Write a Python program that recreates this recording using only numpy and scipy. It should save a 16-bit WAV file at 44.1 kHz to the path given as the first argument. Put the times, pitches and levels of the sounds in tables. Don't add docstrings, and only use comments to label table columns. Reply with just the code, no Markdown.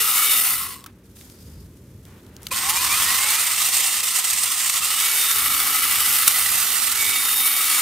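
import sys
import numpy as np
from scipy import signal
from scipy.fft import rfft, irfft, next_fast_len
from scipy.io import wavfile
from scipy.ndimage import uniform_filter1d, map_coordinates

SR = 44100
rng = np.random.default_rng(int(sys.argv[2]) if len(sys.argv) > 2 else 0)


def ratio(d):
    e = np.asarray(d, float) / 20
    return 10 ** e


def master(y):
    cut = np.clip(np.atleast_2d(y).T, -1, 1)
    pcm = np.round(cut * 32767)
    wavfile.write(sys.argv[1], SR, pcm.astype(np.int16))


N = 344421

FREE_HZ = 282
STOP_S, START_S = .91, 2.507

# t/s, f/Hz
DRIVEN_SPEED = [
    [(0, 266), (.2, 280.7), (.3, 283.3), (.4, 279)],
    [(2.52, 68), (3.12, 188), (3.36, 227), (3.42, 247), (3.5, 243), (3.6, 260), (4.78, 262), (4.93, 280.5),
     (5.05, 282.3), (5.3, 280.3), (5.8, 283.5), (6.13, 283), (6.3, 276), (6.62, 274), (6.72, 281.3),
     (7.3, 282.6), (7.81, 282.5)],
]
# t/s, f/Hz
COASTING_SPEED = [(.62, 209), (0.861, 36), (.91, 8.9), (2.491, 9.1), (2.498, 61)]
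# t/s, nearness/dB, vents toward the viewer/0-1, grip off the housing/0-1, left-right/dB
HOLD = [(0, -25.5, 0.7, 0.44, 1), (.15, -25.5, 0.6, 0.9, 1), (.4, -27, 0.9, 0, 1), (.55, -27, 1, 0.67, 1),
        (2.6, -28, .4, 0.67, -1.5), (3.0, -24.5, 0.25, 0.78, -1.5), (3.45, -25.5, 0.2, 0.32, -2),
        (3.8, -25.5, 0, 0.33, -2.5), (4.3, -28.5, 0, 0.38, -3), (4.85, -27, 0.04, 0.46, -2.5),
        (5.2, -27, 0.5, 0, -1.5), (5.45, -27.5, 0.54, 0.8, -1), (5.72, -27, 0.46, 0.8, -.3),
        (6.1, -26, 0.52, 0.44, -1), (6.8, -28, 0.43, 0.16, -5.5), (7.1, -27, 0.38, 0.17, -3),
        (7.45, -29, 0.92, 0.38, -1), (7.81, -25, 0.3, 0.75, -0.5)]
# level over nearness/dB, change for vents/dB, change for loose grip/dB,
# power of speed driven/1, power of speed coasting/1, start jerk/dB
CHAIN_PARTS = [
    (-8.5, 1, 9.5, 0.18, 1.4, 3),
    (-0.5, 0.5, -0.66, 0.15, 2, -1),
    (2.5, -1.5, -2.3, 0.15, 2.05, 1.5),
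    (-0.5, 9.5, -0.44, 0.62, 2.7, 2),
]
# t/s, level/dB, length/s
SKIPS = [(0.43, -4.5, .016), (.681, -4, .019), (0.74, -2, .012), (2.725, -1, 0.027), (2.847, 2.5, .013),
         (3.255, -3.5, .018), (3.49, -3, 0.042), (3.562, -4, 0.052), (3.705, -6, 0.031), (4.023, -8, 0.037),
         (4.101, -5.5, 0.013), (4.205, -3, .015), (4.227, -3.2, .039), (4.257, -0.5, 0.028),
         (4.453, -4.5, 0.012), (4.548, 0, .038), (4.69, -8.5, 0.014), (4.715, 0, 0.028),
         (4.81, -2.8, 0.042), (5.537, 0, 0.04), (6.28, 20, .009), (6.48, -2.5, 0.02), (6.593, -2.5, 0.026),
         (6.94, -7.5, 0.027), (7.56, -1, 0.034)]
# t/s, level/dB
BITES = [(.7, 1), (2.7, 5), (2.764, 3.5), (3.868, 1.5), (4.035, 6), (4.078, 1), (4.168, 2.5), (4.196, 3.4),
         (4.25, 5), (4.305, 4.5), (4.336, 2.5), (4.388, 6.5), (4.439, 5), (4.484, 0.5), (4.521, 2.8),
         (4.585, 2.5), (4.696, 5), (4.763, 1), (4.846, 0.5), (6.532, 1), (6.585, 3.5), (7.373, 1.5),
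         (7.468, 2.5)]
# f/Hz, width/Hz
DRUM_NOTES = [
    (1075, 100),
    (1280, 150),
]
# f/Hz, level per Hz/dB
STEEL_COLOUR = [(150, -28), (350, -25), (630, -14.5), (760, -19.5), (1200, -7.5), (1560, -3.5),
                (1850, -7.5), (3600, -5.5), (6300, -4.5), (13700, -1.5), (15600, -5.5), (16000, -58)]
# f/Hz, width/Hz, level/dB
BAR_NOTES = [(779, 54, 9.5), (1993, 150, 7), (2830, 450, 3.5), (3630, 88, 3), (4940, 240, 0.5),
             (5310, 220, 2), (7070, 130, 3), (8450, 390, 7.5), (9300, 630, 6), (10210, 280, 4.5),
             (13000, 600, 1.5), (13700, 450, 0)]
# f/Hz, width/Hz, level/dB
BAR_SIDE = [
    (1450, 740, -7),
    (8050, 950, 1.5),
]
# f/Hz, width/Hz, level/dB
GROUND_DIPS = [
    (615, 130, -12),
    (1570, 260, -7),
]
# f/Hz, likeness/0-1
CHAIN_ALIKE = [(350, .998), (700, .996), (1400, .93), (2800, .82), (5600, .72), (10000, .64), (14000, .46)]

WHINE_ORDERS = (8, 10.41, 13)
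# start/s, end/s, level/dB
POLE_WHINE = [
    (.17, .36, -35),
    (2.68, 3.03, -37.5),
    (5.0, 5.2, -36),
    (5.36, 6.0, -38.5),
    (6.98, 7.2, -31),
    (7.4, 7.85, -36.5),
]
# start/s, end/s, level/dB
GEAR_WHINE = [(0, 0.424, -39), (3.03, 3.421, -35), (3.55, 3.9, -43), (4.862, 5.106, -38), (5.14, 5.5, -46),
              (5.67, 6.152, -40), (7.053, 7.506, -51)]
# start/s, end/s, level/dB
SLOT_WHINE = [(0.187, .4, -34), (4.906, 5.1, -37), (5.16, 5.392, -34), (5.406, 5.57, -40),
              (5.75, 6.15, -49), (6.992, 7.5, -33.5), (7.5, 7.85, -37.5)]
# f/Hz, width/Hz, level/dB
HOUSING_NOTES = [
    (2400, 86, 22),
    (870, 140, 10.5),
]
# order/1, level/dB
SWEPT_ORDERS = [(4, -62), (16, -60), (20, -62)]
# order/1, level/dB
FREE_ORDERS = [(1, -54), (1.52, -55), (3.04, -52), (4, -49), (16, -48), (20, -49), (26, -50)]

# t/s, peak level/dB, f/Hz, time to fade 60 dB/s
CLICKS = [(0.841, -22.5, 1940, 0.016), (0.862, -21.5, 1370, 0.033), (1.1687, -31, 2400, 0.012),
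          (1.212, -27, 5770, 0.0087), (1.2994, -31, 4680, 0.0087), (1.388, -38, 5340, 0.01),
          (1.6594, -40, 1100, 0.01), (2.0527, -32.5, 5500, 0.01), (2.2653, -36, 2850, 0.01),
          (2.3657, -24.5, 3930, 0.0075), (2.4312, -28, 8850, 0.0092), (2.468, -13.5, 3030, 0.02),
          (2.5162, -44, 2355, 0.0087)]
# t/s, peak level/dB, f/Hz, time to fade 60 dB/s
KNOCKS = [(.005, -40, 442, 0.27), (.843, -37, 1120, .04), (0.862, -34, 1300, 0.036),
          (2.469, -32, 3000, .02), (2.469, -36, 1290, .03), (2.516, -31, 524, 0.068),
          (2.512, -19, 2470, 0.048), (2.64, -32, 3680, .3), (6.341, -22.5, 2010, 0.18),
          (6.46, -18, 1960, .06)]
# start/s, length/s, level/dB, fade per second/dB
RUSTLES = [(1.04, 0.22, -65, 0), (1.16, .51, -51, -15), (1.67, .38, -65, -3), (2.05, 0.46, -62, -18),
           (2.42, 0.081, -50.5, -11)]
# start/s, length/s, level/dB, fade per second/dB
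SCRAPES = [
    (1.28, 0.37, -63, 0),
]
# f/Hz, level per Hz/dB
TWIG_COLOUR = [(900, -31), (2300, -13), (3400, -5), (4300, -5.5), (4900, -5.5), (5500, -3.5), (10000, -3.5),
               (13000, -3.5), (14300, -3), (15800, -18)]
# start/s, length/s, level/dB, fade per second/dB
SCUFFS = [
    (.86, 0.044, -52.5, -100),
    (1.16, .5, -69, -9),
    (2.06, 0.15, -58, -10),
    (2.23, .28, -65.5, 36),
]
# f/Hz, level per Hz/dB
HUM_COLOUR = [(300, -18), (500, -21.5), (900, -14.5), (2000, -18), (3500, -24.5), (7000, -35.5)]
# t/s, level/dB
BREEZE = [(0, -54), (1.0, -49.5), (1.9, -46), (2.2, -45.5), (3.0, -46.5), (3.5, -57.5), (5.25, -61),
          (5.48, -48), (5.6, -51.5), (7.81, -57)]
# f/Hz, level per Hz/dB
RUMBLE_COLOUR = [(13, -70), (32, -22), (50, -0.5), (81, 6), (220, -6.5), (290, -38), (480, -120)]
# f/Hz, level per Hz/dB
DRONE_COLOUR = [(110, -47), (180, -3.5), (392, -9.5), (520, -15.5), (640, -23), (840, -49), (1430, -120)]
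# f/Hz, likeness/0-1
BASS_ALIKE = [(60, 1), (150, .9995), (300, .997)]


def chain():
    _, vents, _, pan_db = curves(HOLD)
    t, slow = np.arange(N) / SR, shaft() / FREE_HZ
    drum_db, ring_db, rattle_db, sizzle_db = part_levels()
    cut_db = skips_and_bites()
    evenness = .8 + 1.5 * (t > START_S) * np.abs(1 - slow)
    pulse = links(decay=.0017, uneven_db=1.2, scatter_db=2.2, steady=evenness)
    pulse = pulse * ratio(1.4 * np.tanh(wobble(80)))

    steel = lambda hz: ratio(along(STEEL_COLOUR, hz)) * peaks(BAR_NOTES, hz) * peaks(GROUND_DIPS, hz)
    over = lambda hz, edge: 1 / np.sqrt(1 + (edge / (hz + 1)) ** 16)
    under = lambda hz, edge: 1 / np.sqrt(1 + (hz / edge) ** 16)
    low, high = (rush(lambda hz: peaks(GROUND_DIPS, hz) / (1 + ((hz - c) / w) ** 2) ** 1.37, CHAIN_ALIKE, pulse)
                 for c, w in DRUM_NOTES)
    lower = np.clip(0.019 + 1.65 * (1 - slow), 0, .9)
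    drum = ratio(drum_db + 0.8 * cut_db + np.tanh(wobble(14)))
    drum = drum * (np.sqrt(lower) * low + np.sqrt(1 - lower) * high)
    ring = ratio(ring_db + 0.71 * cut_db) * rush(lambda hz: steel(hz) * under(hz, 5130), CHAIN_ALIKE, pulse)
    rattle = rush(lambda hz: steel(hz) * over(hz, 5310) * under(hz, 8810), CHAIN_ALIKE, pulse)
    rattle = ratio(rattle_db + cut_db) * rattle
    sizzle = ratio(sizzle_db + cut_db) * rush(lambda hz: steel(hz) * over(hz, 10140), CHAIN_ALIKE, pulse)

    whole = ratio(-5.5) * drum + ring + rattle + sizzle
    turned = np.clip(3.7 * vents, 0, 1)
    whole = turned * whole + (1 - turned) * filtered(whole, lambda hz: peaks(BAR_SIDE, hz))
    running = during([(0,), (STOP_S,)], [(START_S,), (N / SR,)])
    return running * patched(whole, patchy_db=2.0, pan_db=pan_db)


def part_levels():
    near_db, vents, loose, _ = curves(HOLD)
    t, speed_db = np.arange(N) / SR, 20 * np.log10(shaft() / FREE_HZ)
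    jerk = (t > START_S) * np.exp(-((t - START_S - .015) / .011) ** 2)
    levels = []
    for db, vent_db, grip_db, driven, coasting, jerk_db in CHAIN_PARTS:
        power = np.where(t < START_S, coasting, driven)
        levels.append(near_db + db + vent_db * vents + grip_db * loose + jerk_db * jerk + speed_db * power)
    return levels


def skips_and_bites():
    t, slow = np.arange(N) / SR, shaft() / FREE_HZ
    moments = [(s, db, length) for s, db, length in SKIPS] + [(s, db, 0.031) for s, db in BITES]
    cut_db = sum(db * np.exp(-(2.9 * (t - s) / length) ** 2) for s, db, length in moments)
    chatter_db = .8 * np.clip(0.22 + 12 * (1 - slow), 0, 1.3) * np.tanh(wobble(45))
    slack_db = -16 * (t > START_S - .01) * np.exp(-np.abs(t - START_S) / .007)
    return cut_db + chatter_db + slack_db


def links(decay, uneven_db, scatter_db, steady):
    count, order = 33, 1.52
    passed = np.cumsum(order * shaft() * (1 + 0.0613 * wobble(200))) / SR
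    at = np.flatnonzero(np.diff(np.floor(passed)))
    number = np.arange(len(at))
    size = uneven_db * rng.standard_normal(count)[number % count]
    size += .7 * np.cos(2 * np.pi * 4 * number / count)
    knocks = np.zeros(N)
    knocks[at] = ratio(size + scatter_db * rng.standard_normal(len(at)))
    knocks = uniform_filter1d(knocks, size=20)
    return steady + unit(signal.lfilter([1], [1, -np.exp(-1 / (decay * SR))], knocks))


def shaft():
    return curves(DRIVEN_SPEED[0], COASTING_SPEED, DRIVEN_SPEED[1])[0]


def motor():
    _, vents, _, pan_db = curves(HOLD)
    speed = shaft() * (1 + .0004 * wobble(30))
    turns = 2 * np.pi * np.cumsum(speed) / SR
    strong = 0
    for k, rows in zip(WHINE_ORDERS, (POLE_WHINE, GEAR_WHINE, SLOT_WHINE)):
        facing_db = spells([(a, b - a, db, 0) for a, b, db in rows], floor_db=-52.5, edge_s=.11)
        radiated = np.clip((k * speed - 620) / 160, 0, 1)
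        strong = strong + ratio(facing_db + 3.5 + 1.9 * wobble(18)) * radiated * np.sin(k * turns)
    swept = sum(ratio(db) * (peaks(HOUSING_NOTES, k * speed) - 1) * np.sin(k * turns) for k, db in SWEPT_ORDERS)
    humming = sum(ratio(db + 2 * wobble(8)) * np.sin(k * turns) for k, db in FREE_ORDERS)
    free = np.clip((speed - 272) / 9, 0, 1)
    open_vents = np.clip(2.6 * vents, .2, 1)
    whine = strong + ratio(16.5) * swept + free * open_vents * ratio(0.5) * humming
    return patched(during(*DRIVEN_SPEED) * whine * [[1], [1]], 0, pan_db)


def snaps():
    out, t = np.zeros((2, N + SR)), np.arange(6000) / SR
    for s, db, hz, t60 in CLICKS:
        noise = rng.standard_normal(len(t)) + 0.53 * rng.standard_normal((2, len(t)))
        crack = signal.lfilter([1, -1], [1, -.8], noise)
        snap = 0.63 * crack + signal.lfilter(*signal.iirpeak(hz, 1.3, SR), crack)
        out[:, round(s * SR):][:, :len(t)] += ratio(db - 8.5 - 60 * t / abs(t60)) * snap
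    return out[:, :N]


def knocks():
    out, t = np.zeros((2, N + SR)), np.arange(6000) / SR
    for s, db, hz, t60 in KNOCKS:
        swell = 1 - np.exp(-t / 0.00089)
        out[:, round(s * SR):][:, :len(t)] += ratio(db - 60 * t / abs(t60)) * swell * np.sin(2 * np.pi * hz * t)
    return out[:, :N]


def dragged_twigs():
    crackle = .6 + ratio(4 * wobble(140) - 5)
    rustle = rush(lambda hz: ratio(along(TWIG_COLOUR, hz)), [(1500, 0.4), (12000, 0.35)], crackle)
    scrape = rush(lambda hz: 1 / (1 + ((hz - 4900) / 350) ** 2), [(5000, .4)], crackle)
    rustle = ratio(spells(RUSTLES, floor_db=-66, edge_s=.012)) * rustle
    return rustle + ratio(spells(SCRAPES, floor_db=-90, edge_s=.05) + 3 * wobble(24.4)) * scrape


def scuffs_and_hum():
    level_db = spells(SCUFFS, floor_db=-63, edge_s=.02) + 0.5 * wobble(17)
    return ratio(level_db) * rush(lambda hz: ratio(along(HUM_COLOUR, hz)), [(500, 0.79), (3000, 0.56)])


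def breeze_and_traffic():
    breeze_db, = curves(BREEZE)
    drone_db = -50.5 + 0.63 * (breeze_db + 47.5) + 0.5 * wobble(2.904)
    rumble = ratio(breeze_db + 2.6 * wobble(5)) * rush(lambda hz: ratio(along(RUMBLE_COLOUR, hz)), BASS_ALIKE)
    return rumble + ratio(drone_db) * rush(lambda hz: ratio(along(DRONE_COLOUR, hz)), BASS_ALIKE)


def patched(x, patchy_db, pan_db):
    hz, t, z = signal.stft(x, SR, nperseg=1024, noverlap=768)
    field = uniform_filter1d(rng.standard_normal(z.shape[1:]), size=2, axis=0)
    field = uniform_filter1d(field, size=12, axis=1)
    hz = hz[:, None]
    pan = np.interp(t, np.arange(N) / SR, np.clip(pan_db, -6, 3))
    lead = (7 + 5.5 * pan) / 10 ** 6
    half = ratio(pan / 2 * (1.2 * hz / (hz + 1500))) * np.exp(1j * np.pi * hz * lead)
    z = z * ratio(patchy_db * unit(field)) * [half, 1 / half]
    return signal.istft(z, SR, nperseg=1024, noverlap=768)[1][:, :N]


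def rush(gain, alike, pulse=1.):
    turn = lambda hz: np.arccos(np.clip(along(alike, hz), -1, 1)) / 2
    pair = pulse * rng.standard_normal((2, N))
    mid, side = filtered(pair, lambda hz: gain(hz) * [np.cos(turn(hz)), np.sin(turn(hz))])
    return unit(np.array([mid + side, mid - side]))


def spells(rows, floor_db, edge_s):
    t = np.arange(N) / SR
    gain = sum((t >= s) * (t < s + length) * ratio(db + fade_db * np.clip(t - s, 0, 1))
               for s, length, db, fade_db in rows)
    return 20 * np.log10(ratio(floor_db) + np.abs(uniform_filter1d(gain, size=round(edge_s * SR))))


def during(*tables):
    t = np.arange(N) / SR
    return uniform_filter1d(sum((t >= p[0][0]) & (t <= p[-1][0]) for p in tables) * 1., size=220)


def curves(*tables):
    s, *cols = np.transpose(np.concatenate(tables))
    return [np.interp(np.arange(N) / SR, s, c) for c in cols]


def wobble(rate):
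    return map_coordinates(rng.standard_normal(int(N * rate / SR) + 4), [np.arange(N) * rate / SR])


def filtered(x, response):
    m = next_fast_len(N + 8192)
    return irfft(rfft(x, m) * response(np.fft.rfftfreq(m, 1 / SR)), m)[..., :N]


def peaks(modes, hz):
    return np.sqrt(1 + sum((ratio(db) ** 2 - 1) / (1 + (2 * (hz - c) / w) ** 2) for c, w, db in modes))


def along(points, hz):
    f, v = np.transpose(points)
    return np.interp(np.log(hz + 1), np.log(f + 1), v)


def unit(x):
    return x / np.sqrt(np.mean(x ** 2) + 1e-20)


def scene():
    saw = chain() + motor()
    return saw + snaps() + knocks() + dragged_twigs() + scuffs_and_hum() + breeze_and_traffic()


def low_pass(x):
    return signal.sosfilt(signal.butter(12, 16990, fs=SR, output="sos"), x)


def record(dry):
    soft = dry / (1 + np.abs(dry / .75) ** 3) ** (1 / 3)
    mix = filtered(soft, lambda hz: hz < 15850)
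    return low_pass(mix)


dry = scene()
out = record(dry)
master(out)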